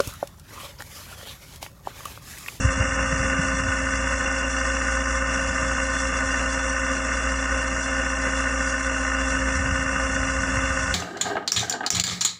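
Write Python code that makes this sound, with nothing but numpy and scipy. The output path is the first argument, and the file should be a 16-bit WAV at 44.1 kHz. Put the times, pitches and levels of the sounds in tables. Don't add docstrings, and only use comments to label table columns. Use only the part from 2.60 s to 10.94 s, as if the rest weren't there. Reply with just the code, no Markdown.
import sys
import numpy as np
from scipy import signal
from scipy.fft import rfft, irfft
from scipy.io import wavfile
from scipy.ndimage import uniform_filter1d

SR = 44100
rng = np.random.default_rng(int(sys.argv[2]) if len(sys.argv) > 2 else 0)


def volts_from_decibels(level):
    exponent = np.asarray(level, float) / 20
    return 10 ** exponent


def output_pcm(signal):
    pcm = np.clip(np.atleast_2d(signal).T, -1, 1) * 32767
    wavfile.write(sys.argv[1], SR, np.round(pcm).astype(np.int16))


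N = 367794


def rms_one(x):
    return x / np.sqrt(np.mean(x ** 2) + 1e-20)


def in_time(rows):
    s, *columns = np.transpose(rows)
    return [np.interp(np.arange(N) / SR, s, c) for c in columns]


def at_hz(points, hz, axis=1):
    points = np.array(points)
    return np.interp(np.log(hz), np.log(points[:, 0]), points[:, axis])


def drift(rate):
    r = np.exp(-40 * np.pi * rate / SR)
    noise = rng.standard_normal(N // 20 + 4002)
    slow = signal.lfilter([1], [1, -2 * r, r * r], noise)[4000:]
    return np.interp(np.arange(N) / 20, np.arange(len(slow)), rms_one(slow))


def coloured(spectrum):
    hz = np.arange(1, N // 2 + 2) * SR / N
    white = rfft(rng.standard_normal(N))
    return rms_one(irfft(white * volts_from_decibels(at_hz(spectrum, hz)), N))


def resonate(x, hz, width):
    r = np.exp(-np.pi * width / SR)
    poles = [1, -2 * r * np.cos(2 * np.pi * hz / SR), r * r]
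    return signal.lfilter([(1 - r * r) / 2, 0, (r * r - 1) / 2], poles, x)


# t/s, speed/rpm
CRANK_SPEED = [
    (0, 1771.2),
    (1.5, 1774.8),
    (3.3, 1773.4),
    (4.3, 1771.8),
    (5.4, 1774.3),
    (6.4, 1771.3),
    (8.34, 1773.9),
]


def crank_cycle():
    start_cycle = .029
    return start_cycle + np.cumsum(in_time(CRANK_SPEED)[0]) / 120 / SR


# order (multiple of the cycle; 4 = firing, 18 = pump pistons), rms level/dB
ORDERS = [(4, -31), (8, -49), (11, -57), (12, -51), (13, -51), (16, -49), (17, -47), (18, -36), (24, -54),
          (35, -52), (36, -37), (38, -52), (42, -53), (54, -51), (71, -45), (79, -46), (81, -47), (89, -49),
          (99, -41), (102, -43), (103, -42), (107, -47), (116, -49), (121, -46), (123, -44), (144, -51),
          (188, -52), (192, -55), (195, -58)]
# t/s, level over mean/dB
OIL_PRESSURE = [
    (0, .5),
    (1.3, 1),
    (2.8, -1),
    (4.2, 1.2),
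    (5.3, -0.5),
    (6.5, 2),
    (7.6, 2.5),
    (8.34, 0.7),
]
ORDER_ANSWER = {4: (1, .05, 1, .01), 18: (.5, 1.01, .6, .01), 36: (2, 0.1, 0.3, -0.27)}


def exhaust_and_pump(cycle, waver, wander, spread):
    crest = .825
    pressure_db = in_time(OIL_PRESSURE)[0]
    swell = {}
    for order, (offset_db, share, swell_db, fade_db) in ORDER_ANSWER.items():
        fade = fade_db * np.arange(N) / SR
        swell[order] = volts_from_decibels(offset_db + share * pressure_db + swell_db * drift(1.6) + fade)
    turn = ((cycle - crest + wander * drift(3.9)) % 1).astype(np.float32)
    wavers = [drift(12.6) for k in range(5)]
    out = 0
    for k, (order, level_db) in enumerate(ORDERS):
        wavering = 1 + waver * (1 + order / 26.0) * wavers[k % 5]
        size = swell.get(order, 1) * volts_from_decibels(level_db) * wavering
        offset = np.float32(spread * rng.standard_normal() * (order > 12) / order)
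        out = out + size * np.cos(np.float32(2 * np.pi * order) * (turn + offset))
    return np.sqrt(2) * out


FIRING_PLACES = [
    .055,
    .33,
    .565,
    .775,
]
# f/Hz, level/dB of cylinders 1, 2, 3, 4
CYLINDER_REACH = [(700, -2, 0, -2, -4), (1050, -2, 0, -4, -4), (1250, 0, -2, -2, 0), (1490, -2, -8, -5, 0),
                  (1800, -7, -1, -4, 0), (2100, -2, -1, -2, 0), (2770, 0, -4, 0, -5)]
# f/Hz, bandwidth/Hz, level/dB
BLOCK_MODES = [(638.5, 13.5, -10.5), (803, 30.4, -15.5), (959, 28, -12), (1055, 51.4, -9),
               (1196.3, 17, -3.5), (1292, 38, -6.5), (1494, 45.7, -.5), (1572, 28, -12.5), (1763, 40, -6),
               (1822, 64, -6), (2025, 18, -6.5), (2126, 48, -13), (2254, 43, -20.5), (2497, 27, -40),
               (2490, 45, -28), (2796, 65, -14), (2670, 55, -13.5)]


def block(cycle, rattle_db, jitter, scatter_db):
    knock_lead = .04
    whole = np.arange(-1, int(cycle[-1]))
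    late = jitter * rng.standard_normal((len(whole), 4, 2))
    loud = scatter_db * rng.standard_normal((len(whole), 4, 2))
    firing = whole[:, None, None] + np.array(FIRING_PLACES)[:, None] - knock_lead
    knocks = firing + [0, .05]
    out = 0
    for k, (hz, width, level_db) in enumerate(BLOCK_MODES):
        path = rng.random((4, 2)) / hz
        reach_db = np.array([at_hz(CYLINDER_REACH, hz, axis=c) for c in range(1, 5)])
        reach_db = reach_db[:, None] + [0, -7.0]
        at = np.interp(knocks, cycle, np.arange(N), left=-99)
        at = (at + (late / hz + path) * SR).astype(int)
        size = volts_from_decibels(reach_db + loud + 1.5 * rng.standard_normal(at.shape))
        clicks = np.zeros(N)
        clicks[at[at >= 0]] = size[at >= 0]
        rattle = volts_from_decibels(rattle_db + 3 * (hz > 1900)) * rng.standard_normal(N)
        ringing = resonate(resonate(rms_one(clicks) + rattle, hz, 1.5 * width), hz, 2.5 * width)
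        out = out + (-1) ** k * volts_from_decibels(level_db) * ringing
    return out


# f/Hz, density level/dB
RUSH_SPECTRUM = [(24, -13.5), (40, -8.5), (76, -10), (135, -12.5), (266, -10.5), (404, -20), (530, -7),
                 (867, -20.5), (1500, -8), (2400, -22.5), (2780, -5.5), (3100, -35), (4030, -74),
                 (6820, -120)]


def rush():
    return volts_from_decibels(-34.5 + 2.5 * drift(14.0)) * coloured(RUSH_SPECTRUM)


def engine_and_pump(cycle):
    sound = exhaust_and_pump(cycle, waver=.11, wander=.0006, spread=.12)
    sound += volts_from_decibels(-7.5) * block(cycle, rattle_db=-5.5, jitter=.11, scatter_db=2.3)
    sound += rush()
    edge_hz = 2940
    return signal.sosfilt(signal.ellip(8, 1, 50, edge_hz, fs=SR, output="sos"), sound)


def throb(cycle, sharp):
    return sum(np.exp(sharp * (np.cos(2 * np.pi * (cycle - at - .04)) - 1)) for at in FIRING_PLACES)


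# f/Hz, bandwidth/Hz, level/dB
TREBLE_BANDS = [(3180, 40, -22), (3370, 40, -16), (3470, 40, -4.5), (3700, 40, -26), (3900, 30, -25),
                (3990, 33, -19), (4207, 33, -11.5), (4490, 30, -14.5), (4690, 40, -26), (4867, 40, -7),
                (5310, 40, -11), (5845, 110, -2.5), (6550, 40, -3), (7170, 50, -6), (7905, 47, -6),
                (8420, 100, -11.5), (8860, 80, -12), (9355, 70, -15), (9900, 85, -18)]
# f/Hz, density level/dB
FAN_SPECTRUM = [(2900, -70.5), (3100, -15.5), (4600, -27.5), (5080, -18), (5400, 1), (5800, 1),
                (6200, -4.5), (7600, -1.5), (8200, -12.5), (8600, -30.5), (8800, -15.5), (9500, -15),
                (9650, -30), (9850, -20)]


def fan(cycle, air_db, ring_db, throb_db, flicker_db):
    breaths = [volts_from_decibels(1.17 * drift(5.0)) for k in range(4)]
    rings = 0
    for k, (hz, width, level_db) in enumerate(TREBLE_BANDS):
        narrow = resonate(resonate(rng.standard_normal(N), hz, 1.2 * width), hz, 1.8 * width)
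        rings = rings + volts_from_decibels(level_db) * breaths[k % 4] * narrow
    flicker = drift(8) + drift(35)
    shake = volts_from_decibels(throb_db * throb(cycle, sharp=16.0) + flicker_db * flicker)
    return shake * (volts_from_decibels(air_db) * coloured(FAN_SPECTRUM) + volts_from_decibels(ring_db) * rings)


# t/s, length/s, f/Hz, level/dB
PLATE_HUM = (5.18, .14, 640, -38)


def plate():
    s, length, hz, level_db = PLATE_HUM
    swell = np.exp(-(2 * (np.arange(N) / SR - s - length / 2) / length) ** 4)
    mode = resonate(resonate(rng.standard_normal(N), hz, 30.0), hz, 40.0)
    return volts_from_decibels(level_db) * swell * rms_one(mode)


# f/Hz, density level/dB
WIND_SPECTRUM = [(30, -13.5), (50, 1.5), (80, 10), (130, -0.5), (200, 3.5), (300, -21.5), (500, -64)]
# t/s at the height, rms level/dB, half length/s
WIND_GUSTS = [
    (0.0, -20.5, 0.028),
    (0.34, -35, 0.7),
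    (1.3, -41, 0.51),
    (3.043, -41.5, .45),
    (4.897, -67, .4),
    (6.85, -40, .18),
    (7.158, -38, 0.13),
    (7.658, -37.5, 0.58),
    (8.34, -34.5, 0.16),
]
# t/s, peak level/dB, f/Hz, length/s
WIND_PUFFS = [(0.04, -9.5, 99, 0.026), (0.063, -19, 66, 0.036), (0.195, -13.5, 94.2, 0.024),
              (0.285, -42, 72.7, 0.044), (0.52, -23, 143, 0.028), (0.6, -17, 72.7, 0.0098),
              (0.785, -17, 167, 0.021), (0.836, -27, 72.7, 0.035), (1.031, -22, 88.8, 0.023),
              (1.075, -18, 72.7, 0.028), (3.648, -25, 72.7, 0.021), (6.965, -22, 72.7, 0.061),
              (7.046, -24, 116, 0.026), (7.117, -18, 78.1, 0.02), (7.312, -33, 72.7, 0.027),
              (7.598, -31, 72.7, 0.029), (7.78, -28, 72.7, 0.03), (7.959, -22, 108, 0.033),
              (8.095, -23, 72.7, 0.026)]


def wind(lumpy_db):
    t = np.arange(N) / SR
    calm_db = -60
    blowing = volts_from_decibels(calm_db)
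    for s, level_db, half in WIND_GUSTS:
        blowing = blowing + volts_from_decibels(level_db) * np.exp(-((t - s) / half) ** 2)
    out = blowing * volts_from_decibels(lumpy_db * drift(47)) * coloured(WIND_SPECTRUM)
    for s, peak_db, hz, length in WIND_PUFFS:
        near = slice(max(int((s - .05) * SR), 0), int((s + .15) * SR))
        u = t[near] - s - length / 2
        bell = np.exp(-(2.6 * u / length) ** 2)
        out[near] += volts_from_decibels(peak_db) * bell * np.sin(2 * np.pi * hz * u)
    return out


def scene():
    cycle = crank_cycle()
    engine = engine_and_pump(cycle)
    air = fan(cycle, air_db=-39.0, ring_db=-20.0, throb_db=1.44, flicker_db=0.94)
    return (engine + air + plate() + wind(lumpy_db=2.5))[None]


# f/Hz, level/dB
LINE_THRESHOLD = [(1800, -90), (2400, -80), (3200, -72.5), (4600, -68), (5200, -95.5), (8500, -73),
                  (9600, -77), (9900, -70)]
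# t/s, level/dB
THRESHOLD_RISE = [
    (0, 5.5),
    (2.2, 1.5),
    (3.4, -0.4),
    (6.6, -1.7),
    (7.0, 1),
    (8.34, -1.2),
]


def thin_out(x):
    cutoff_hz, strict_up_to_hz = 10030, 4100
    hz, s, lines = signal.stft(x, SR, nperseg=1024, noverlap=768)
    power = uniform_filter1d(abs(lines) ** 2, size=7, axis=-1)
    power = uniform_filter1d(power, size=2, axis=-2)
    floor = volts_from_decibels(at_hz(LINE_THRESHOLD, hz + 1)) * (hz > 1800) + (hz > cutoff_hz)
    frames = np.minimum(s * SR, N - 1).astype(int)
    strict_db = np.outer(hz < strict_up_to_hz, in_time(THRESHOLD_RISE)[0][frames])
    moving = volts_from_decibels(strict_db + drift(4)[frames])
    kept = power > (floor[:, None] * moving) ** 2
    return signal.istft(lines * kept, SR, nperseg=1024, noverlap=768)[1][:, :N]


def faint_band():
    hz = 12150
    band = rms_one(resonate(resonate(rng.standard_normal(N), hz, 120), hz, 160))
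    return band * volts_from_decibels(-92 + 3 * drift(10))


def roll_off(x):
    return signal.sosfilt(signal.butter(12, 12700, fs=SR, output="sos"), x)


def record(dry):
    bass_cut_hz = 16
    heard = signal.sosfilt(signal.butter(2, bass_cut_hz, "high", fs=SR, output="sos"), dry)
    mix = thin_out(heard) + faint_band()
    return roll_off(mix)


dry = scene()
out = record(dry)
output_pcm(out)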